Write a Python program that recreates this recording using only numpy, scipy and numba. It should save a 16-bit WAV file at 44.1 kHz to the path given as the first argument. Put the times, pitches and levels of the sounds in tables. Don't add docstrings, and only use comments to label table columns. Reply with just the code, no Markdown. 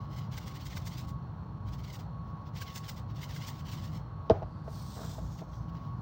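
import sys
import numpy as np
from scipy import signal
from scipy.fft import rfft, irfft
from scipy.io import wavfile
from scipy.ndimage import uniform_filter1d
from numba import njit

SR = 44100
rng = np.random.default_rng(int(sys.argv[2]) if len(sys.argv) > 2 else 0)


def wrap_up_sound(samples):
    columns = np.atleast_2d(samples).T
    tamed = np.clip(columns, -1, 1)
    steps = np.round(tamed * 32767).astype(np.int16)
    wavfile.write(sys.argv[1], SR, steps)


N = 265437
TIME = np.arange(N) / SR

# onset t/s, relative level/dB, weakening of the modes away from 700 Hz/(dB per octave),
# factor on the rise time of the modes
KNOCK_EVENTS = [(4.2983, -10.5, 0, 0.97), (4.4195, -28, 16, .8), (4.6735, -32, 18, .8),
                (5.181, -35, 15, .8), (5.415, -36, 15, .8)]


def shaken_salt(slip_db=2.0, hit_db=2, wall_db=0, trickle_db=-81):
    # landing t/s, relative level/dB, half length (power 1/e)/s, hardness (0 = slips along the tube,
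    # 1 = hits the end), backswing slip re landing/dB, wall slap re landing/dB
    shakes = [(0.182, -54.5, 0.016, .45, -5, -14), (0.38, -47, 0.0074, 0.8, -6.5, 5.5),
              (0.477, -50, 0.013, 0.58, -7, -14), (0.562, -52, 0.014, .45, -7.5, -14),
              (0.667, -50.5, 0.013, 0.73, -4.5, -12), (0.771, -47.5, 0.013, 0.77, -4.5, 2.5),
              (0.872, -46, 0.011, 1, -13, -2.5), (0.99, -47.5, 0.015, 0.7, -5, -9),
              (1.093, -57.5, 0.013, .85, -6, -14), (1.739, -56, .014, .54, -6.5, -14),
              (1.845, -54.5, 0.011, .2, -6, -14), (1.946, -50.5, 0.015, 0.83, -5, -14),
              (2.003, -56.5, 0.012, .45, -14, -14), (2.619, -45, 0.01, 0.72, -5.5, 5.5),
              (2.767, -44, 0.014, 0.94, -13, -4), (2.892, -42, 0.0081, 0.83, -12, -6.5),
              (2.978, -54, 0.015, 0.63, -19, -14), (3.232, -48.5, 0.015, 0.53, -7, 2.5),
              (3.363, -50, .017, 0.72, -2.5, 2), (3.486, -46, 0.017, .75, -4, -1),
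              (3.597, -55, 0.016, .4, -3, -14), (3.732, -46.5, 0.013, 0.72, -4.5, -5),
              (3.844, -53.5, 0.023, 0.51, -2, -14), (3.953, -57.5, 0.028, .47, -8, -14)]
    # t/s, relative level/dB, half length (power 1/e)/s
    loose_slips = [(0.012, -69, 0.06), (0.225, -61.5, .035), (2.287, -72, 0.022), (2.476, -62, 0.013),
                   (2.683, -53.5, 0.023), (3.107, -63.5, 0.014), (4.335, -71, 0.057), (5.397, -58, .012),
                   (5.538, -64, 0.0046), (5.693, -66, 0.0096), (5.76, -65, 0.02), (5.85, -70.5, 0.054)]
    # f/Hz, relative spectral density/dB
    slip_colour = [(500, -13), (1500, -4), (2100, 3), (2450, -3), (3050, 3), (3600, 0.5), (4400, -0.5),
                   (5500, -1.3), (7500, -16), (9000, -28.5), (11200, -34.5), (13000, -24.5), (14500, -14.5),
                   (15700, -5)]
    hit_colour = [(450, -8.5), (900, -5.5), (1500, -4), (1800, -6), (2050, 3.5), (2450, -5.5), (3050, -1),
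                  (3500, 0.5), (5000, 1.5), (6800, -1.5), (9300, -10.5), (11500, -24.5), (13000, -18),
                  (15500, 2)]
    wall_colour = [(120, -3), (300, 0), (450, 0), (720, -6), (950, 4), (1300, -12.5), (1600, 7),
                   (1820, -10), (2080, 6), (2500, -6), (5000, -13.5), (11500, -25.5), (15500, -11)]
    settle_db, settle_s = -13.5, 0.029
    slip_hardness = 0.27

    slip_power = sum(surge(*row) for row in loose_slips)
    hit_power, slap = np.zeros(N), np.zeros(N)
    for s, db, half, hardness, back_db, slap_db in shakes:
        lead = 0.032 + 1.23 * half
        back = surge(s - lead, db + back_db, 0.4 * lead)
        landing = surge(s, db, half) + surge(s + settle_s / 2, db + settle_db, settle_s)
        hit_power += hardness * landing + slip_hardness * back
        slip_power += (1 - hardness) * landing + (1 - slip_hardness) * back
        slap += undb(db + slap_db) * swell(s - 0.0045, 0.0043)

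    clumps = undb(1.3 * walk(130))
    slipping = undb(slip_db) * np.sqrt(slip_power) * clumps * grains(13000, spread_db=-0.5)
    hitting = undb(hit_db) * np.sqrt(hit_power) * clumps * grains(8000, spread_db=1)
    slapping = undb(wall_db) * slap * grains(4700, spread_db=2.5)
    held_over_dish = TIME < KNOCK_EVENTS[0][0]
    trickle = undb(trickle_db + 1.6 * walk(9.3)) * held_over_dish * grains(1500, spread_db=-1.0)

    dull = tint(slipping + trickle, slip_colour)
    bright = tint(hitting, hit_colour)
    return tube_echo(dull + bright + tint(slapping, wall_colour))


def knocks(tick_db=-31, ring_db=-17, thud_db=-19, thud_hz=95, boom_db=-15, rattle_db=-42,
           scuff_db=-17, rough=0.29):
    # f/Hz, relative level/dB, rise time before each knock's factor/s
    modes = [(203, -17.5, .009), (325, -18, 0.0099), (405, -26, 0.014), (457.6, -3.5, 0.0065),
             (647.4, -3.5, 0.0075), (822, -16.5, 0.0048), (960, -13.5, 0.0018)]
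    # f/Hz, relative spectral density/dB
    tick_colour = [(300, -12), (1200, 5.5), (1900, 7), (2400, -1), (3200, 3.5), (4500, 0), (5900, -5),
                   (6900, -21), (8000, -24.5), (11500, -40), (15500, -25)]
    scuff_colour = [(150, -1.5), (350, 1), (560, 2.5), (820, 5), (1000, -6.5), (1350, -7.5), (1700, -17.5),
                    (3000, -28), (6000, -36.5), (8000, -62)]

    ringing = np.zeros(N)
    for k, (hz, mode_db, rise) in enumerate(modes):
        octaves = abs(np.log2(hz / 700))
        mode = np.zeros(N)
        for s, db, narrowing, length in KNOCK_EVENTS:
            level = undb(db + mode_db - narrowing * octaves)
            mode += level * swell(s, rise * length) * np.sin(2 * np.pi * hz * (TIME - s))
        ringing += (-1) ** k * mode * (1 + rough * walk(350))

    hard, hard_db = KNOCK_EVENTS[0][:2]
    tick_envelope = swell(hard - .0005, 0.00072) + undb(ring_db) * swell(hard, 0.0072)
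    tick = tick_envelope * noise(tick_colour)
    thud_envelope = swell(hard + 0.012, 0.0072) + undb(boom_db) * swell(hard + 0.031, 0.03)
    thud = thud_envelope * np.sin(2 * np.pi * thud_hz * (TIME - hard))
    scuffs = sum(undb(db + scuff_db + 0.22 * (hard_db - db)) * swell(s, 0.0076)
                 for s, db, *_ in KNOCK_EVENTS)
    rattle = undb(rattle_db) * swell(hard, 0.045)
    rubbing = (scuffs + rattle) * noise(scuff_colour)
    return ringing + undb(tick_db) * tick + undb(thud_db) * thud + rubbing


def sliding_salt(level_db=1.5, lower_db=0.0, upper_db=3.0, rub_db=-45, creep_db=-59.5):
    # t/s, relative level/dB
    flow_levels = [(4.64, -80), (4.74, -59), (5.11, -55), (5.214, -65.5), (5.4, -65.5), (5.46, -78),
                   (5.554, -70), (5.666, -79.5), (5.688, -84), (5.912, -86), (5.98, -82)]
    # f/Hz, relative spectral density/dB
    stream_colour = [(1000, 1), (2700, -5.5), (3500, 1.5), (4300, 1.5), (5500, 3.5), (6400, -0.5),
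                     (7300, -5.5), (9200, -10.5), (10500, -19.5), (11600, -20), (13000, -18), (14200, -3),
                     (15700, -2)]
    rub_colour = [(150, 3), (330, -5), (460, 4), (550, -7), (650, 5.5), (850, -5), (1350, -5),
                  (1900, -17.5), (3000, -38), (8000, -51)]

    start, flow = flow_levels[0][0], curve(flow_levels)
    lower_hz = 4520 - 870 * np.exp(-((TIME - 5.13) / 0.21) ** 2)
    upper_hz = np.maximum(9240 - 3600 * np.maximum(TIME - start, 0), lower_hz)

    hiss = tint(grains(12000, spread_db=-0.5), stream_colour)
    stream = undb(level_db + 1.2 * walk(66)) * flow * (TIME > start) * hiss
    creep = undb(creep_db) * swell(4.33, 0.25) * rng.standard_normal(N)
    lower = undb(lower_db) * resonance(flow / flow.max() * stream + creep, lower_hz, 400.)
    upper = undb(upper_db) * resonance(stream, upper_hz, 1120.0)
    scuffle = tint(swell(4.948, 0.056) * grains(600, spread_db=1.5), rub_colour)
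    in_tube = tube_echo(stream + lower + upper, lag_ms=1.084, wander=0.13, bounce=0.13)
    return in_tube + undb(rub_db) * scuffle


def tube_echo(x, lag_ms=1.056, wander=0.218, bounce=.33):
    lag = lag_ms / 1000 * (1 + wander * walk(9))
    first = bounce * np.interp(TIME - lag, TIME, x)
    second = bounce ** 2 * np.interp(TIME - 2 * lag, TIME, x)
    return (x + first + second) / np.hypot(1, bounce)


def kitchen(x, t60=0.16, wet_db=-21):
    t = TIME[:SR // 2]
    decay = np.exp(-np.log(1000) * t / t60)
    build_up = np.minimum(t / 0.024, 1)
    tail = rng.standard_normal(len(t)) * decay * build_up
    return x + undb(wet_db) * signal.fftconvolve(x, tail / np.linalg.norm(tail))[:N]


def appliance(hum_db=-40.0, air_db=-54.0, whine_db=4.0):
    # t/s, relative level/dB
    whine_levels = [(0.0, -54.5), (0.42, -63.5), (0.53, -57), (0.7, -67.5), (1.0, -61.5), (1.14, -52),
                    (1.32, -69), (1.66, -60), (2.08, -70), (2.13, -55), (2.4, -55), (2.58, -67),
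                    (2.61, -53.5), (3.35, -67), (3.42, -58), (4.04, -63.5), (4.32, -52.5), (4.36, -61),
                    (4.83, -60.5), (5.38, -66), (5.93, -53), (6.02, -64)]
    # f/Hz, relative spectral density/dB
    hum_colour = [(25, -11), (42, -20.5), (60, 3.5), (76, -4), (100, 2.5), (160, 0.5), (190, -8),
                  (235, -12.5), (260, -18), (320, -17), (400, -51), (800, -80)]
    air_colour = [(200, -4.5), (420, -1.5), (700, -1), (1020, 2), (1300, -4), (1650, -14), (2300, -24),
                  (3300, -25), (3950, -26), (4300, -18), (4850, -39.5), (5600, -31), (6500, -40),
                  (10000, -51), (15500, -43.5)]

    hum = undb(hum_db + 1.1 * walk(5)) * noise(hum_colour)
    air = undb(air_db + .5 * walk(11.0)) * noise(air_colour)
    whine_hz = 1109 * (1 + 0.0012 * walk(13))
    phase = 2 * np.pi * np.cumsum(whine_hz) / SR
    return hum + air + undb(whine_db) * curve(whine_levels) * np.sin(phase)


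def grains(per_s, spread_db):
    chance = np.clip(per_s / SR, 1e-4, 1)
    sizes = rng.standard_normal(N) * undb(spread_db * rng.standard_normal(N))
    clicks = (rng.random(N) < chance) * sizes
    return clicks / clicks.std()


def surge(s, db, half):
    out = np.zeros(N)
    near = slice(max(int((s - 4 * half) * SR), 0), int((s + 4 * half) * SR))
    out[near] = undb(2 * db) * np.exp(-((TIME[near] - s) / half) ** 2)
    return out


def swell(start, rise):
    out = np.zeros(N)
    near = slice(int(start * SR), int((start + 10 * rise) * SR))
    age = (TIME[near] - start) / rise
    out[near] = age ** 2 * np.exp(2 * (1 - age))
    return out


@njit
def resonance(x, hz, width):
    y, band, low = np.empty(len(x)), 0., 0.
    for i in range(len(x)):
        g = np.tan(np.pi * hz[i] / SR)
        damping = width / hz[i]
        v = (band + g * (x[i] - low)) / (1 + g * (g + damping))
        band = 2 * v - band
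        low += 2 * g * v
        y[i] = damping * v
    return y


def tint(x, colour, size=16384):
    hz, db = np.transpose(colour)
    log_hz = np.log(np.fft.rfftfreq(size, 1 / SR) + 1)
    gain = undb(np.interp(log_hz, np.log(hz), db))
    cepstrum = irfft(np.log(gain / np.sqrt(np.mean(gain ** 2))), size)
    cepstrum[1:size // 2] *= 2
    cepstrum[size // 2 + 1:] = 0
    return signal.fftconvolve(x, irfft(np.exp(rfft(cepstrum)), size))[:N]


def noise(colour):
    return tint(rng.standard_normal(N), colour)


def walk(rate):
    k = max(int(SR / rate), 1)
    steps = np.repeat(rng.standard_normal(N // k + 1), k)[:N]
    slewed = uniform_filter1d(steps, k)
    return slewed / slewed.std()


def curve(rows):
    return undb(np.interp(TIME, *np.transpose(rows)))


def undb(db):
    return 10 ** (np.asarray(db) / 20)


def scene():
    sources = shaken_salt() + knocks() + sliding_salt()
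    return (kitchen(sources) + appliance())[None]


def record(dry):
    bass_cut = signal.butter(5, 42, "highpass", fs=SR, output="sos")
    top_cut = signal.ellip(12, .1, 80, 15800, fs=SR, output="sos")
    fade = np.minimum(np.minimum(TIME, TIME[::-1]) / .004, 1)
    return signal.sosfilt(top_cut, signal.sosfilt(bass_cut, dry) * fade)


dry = scene()
out = record(dry)
wrap_up_sound(out)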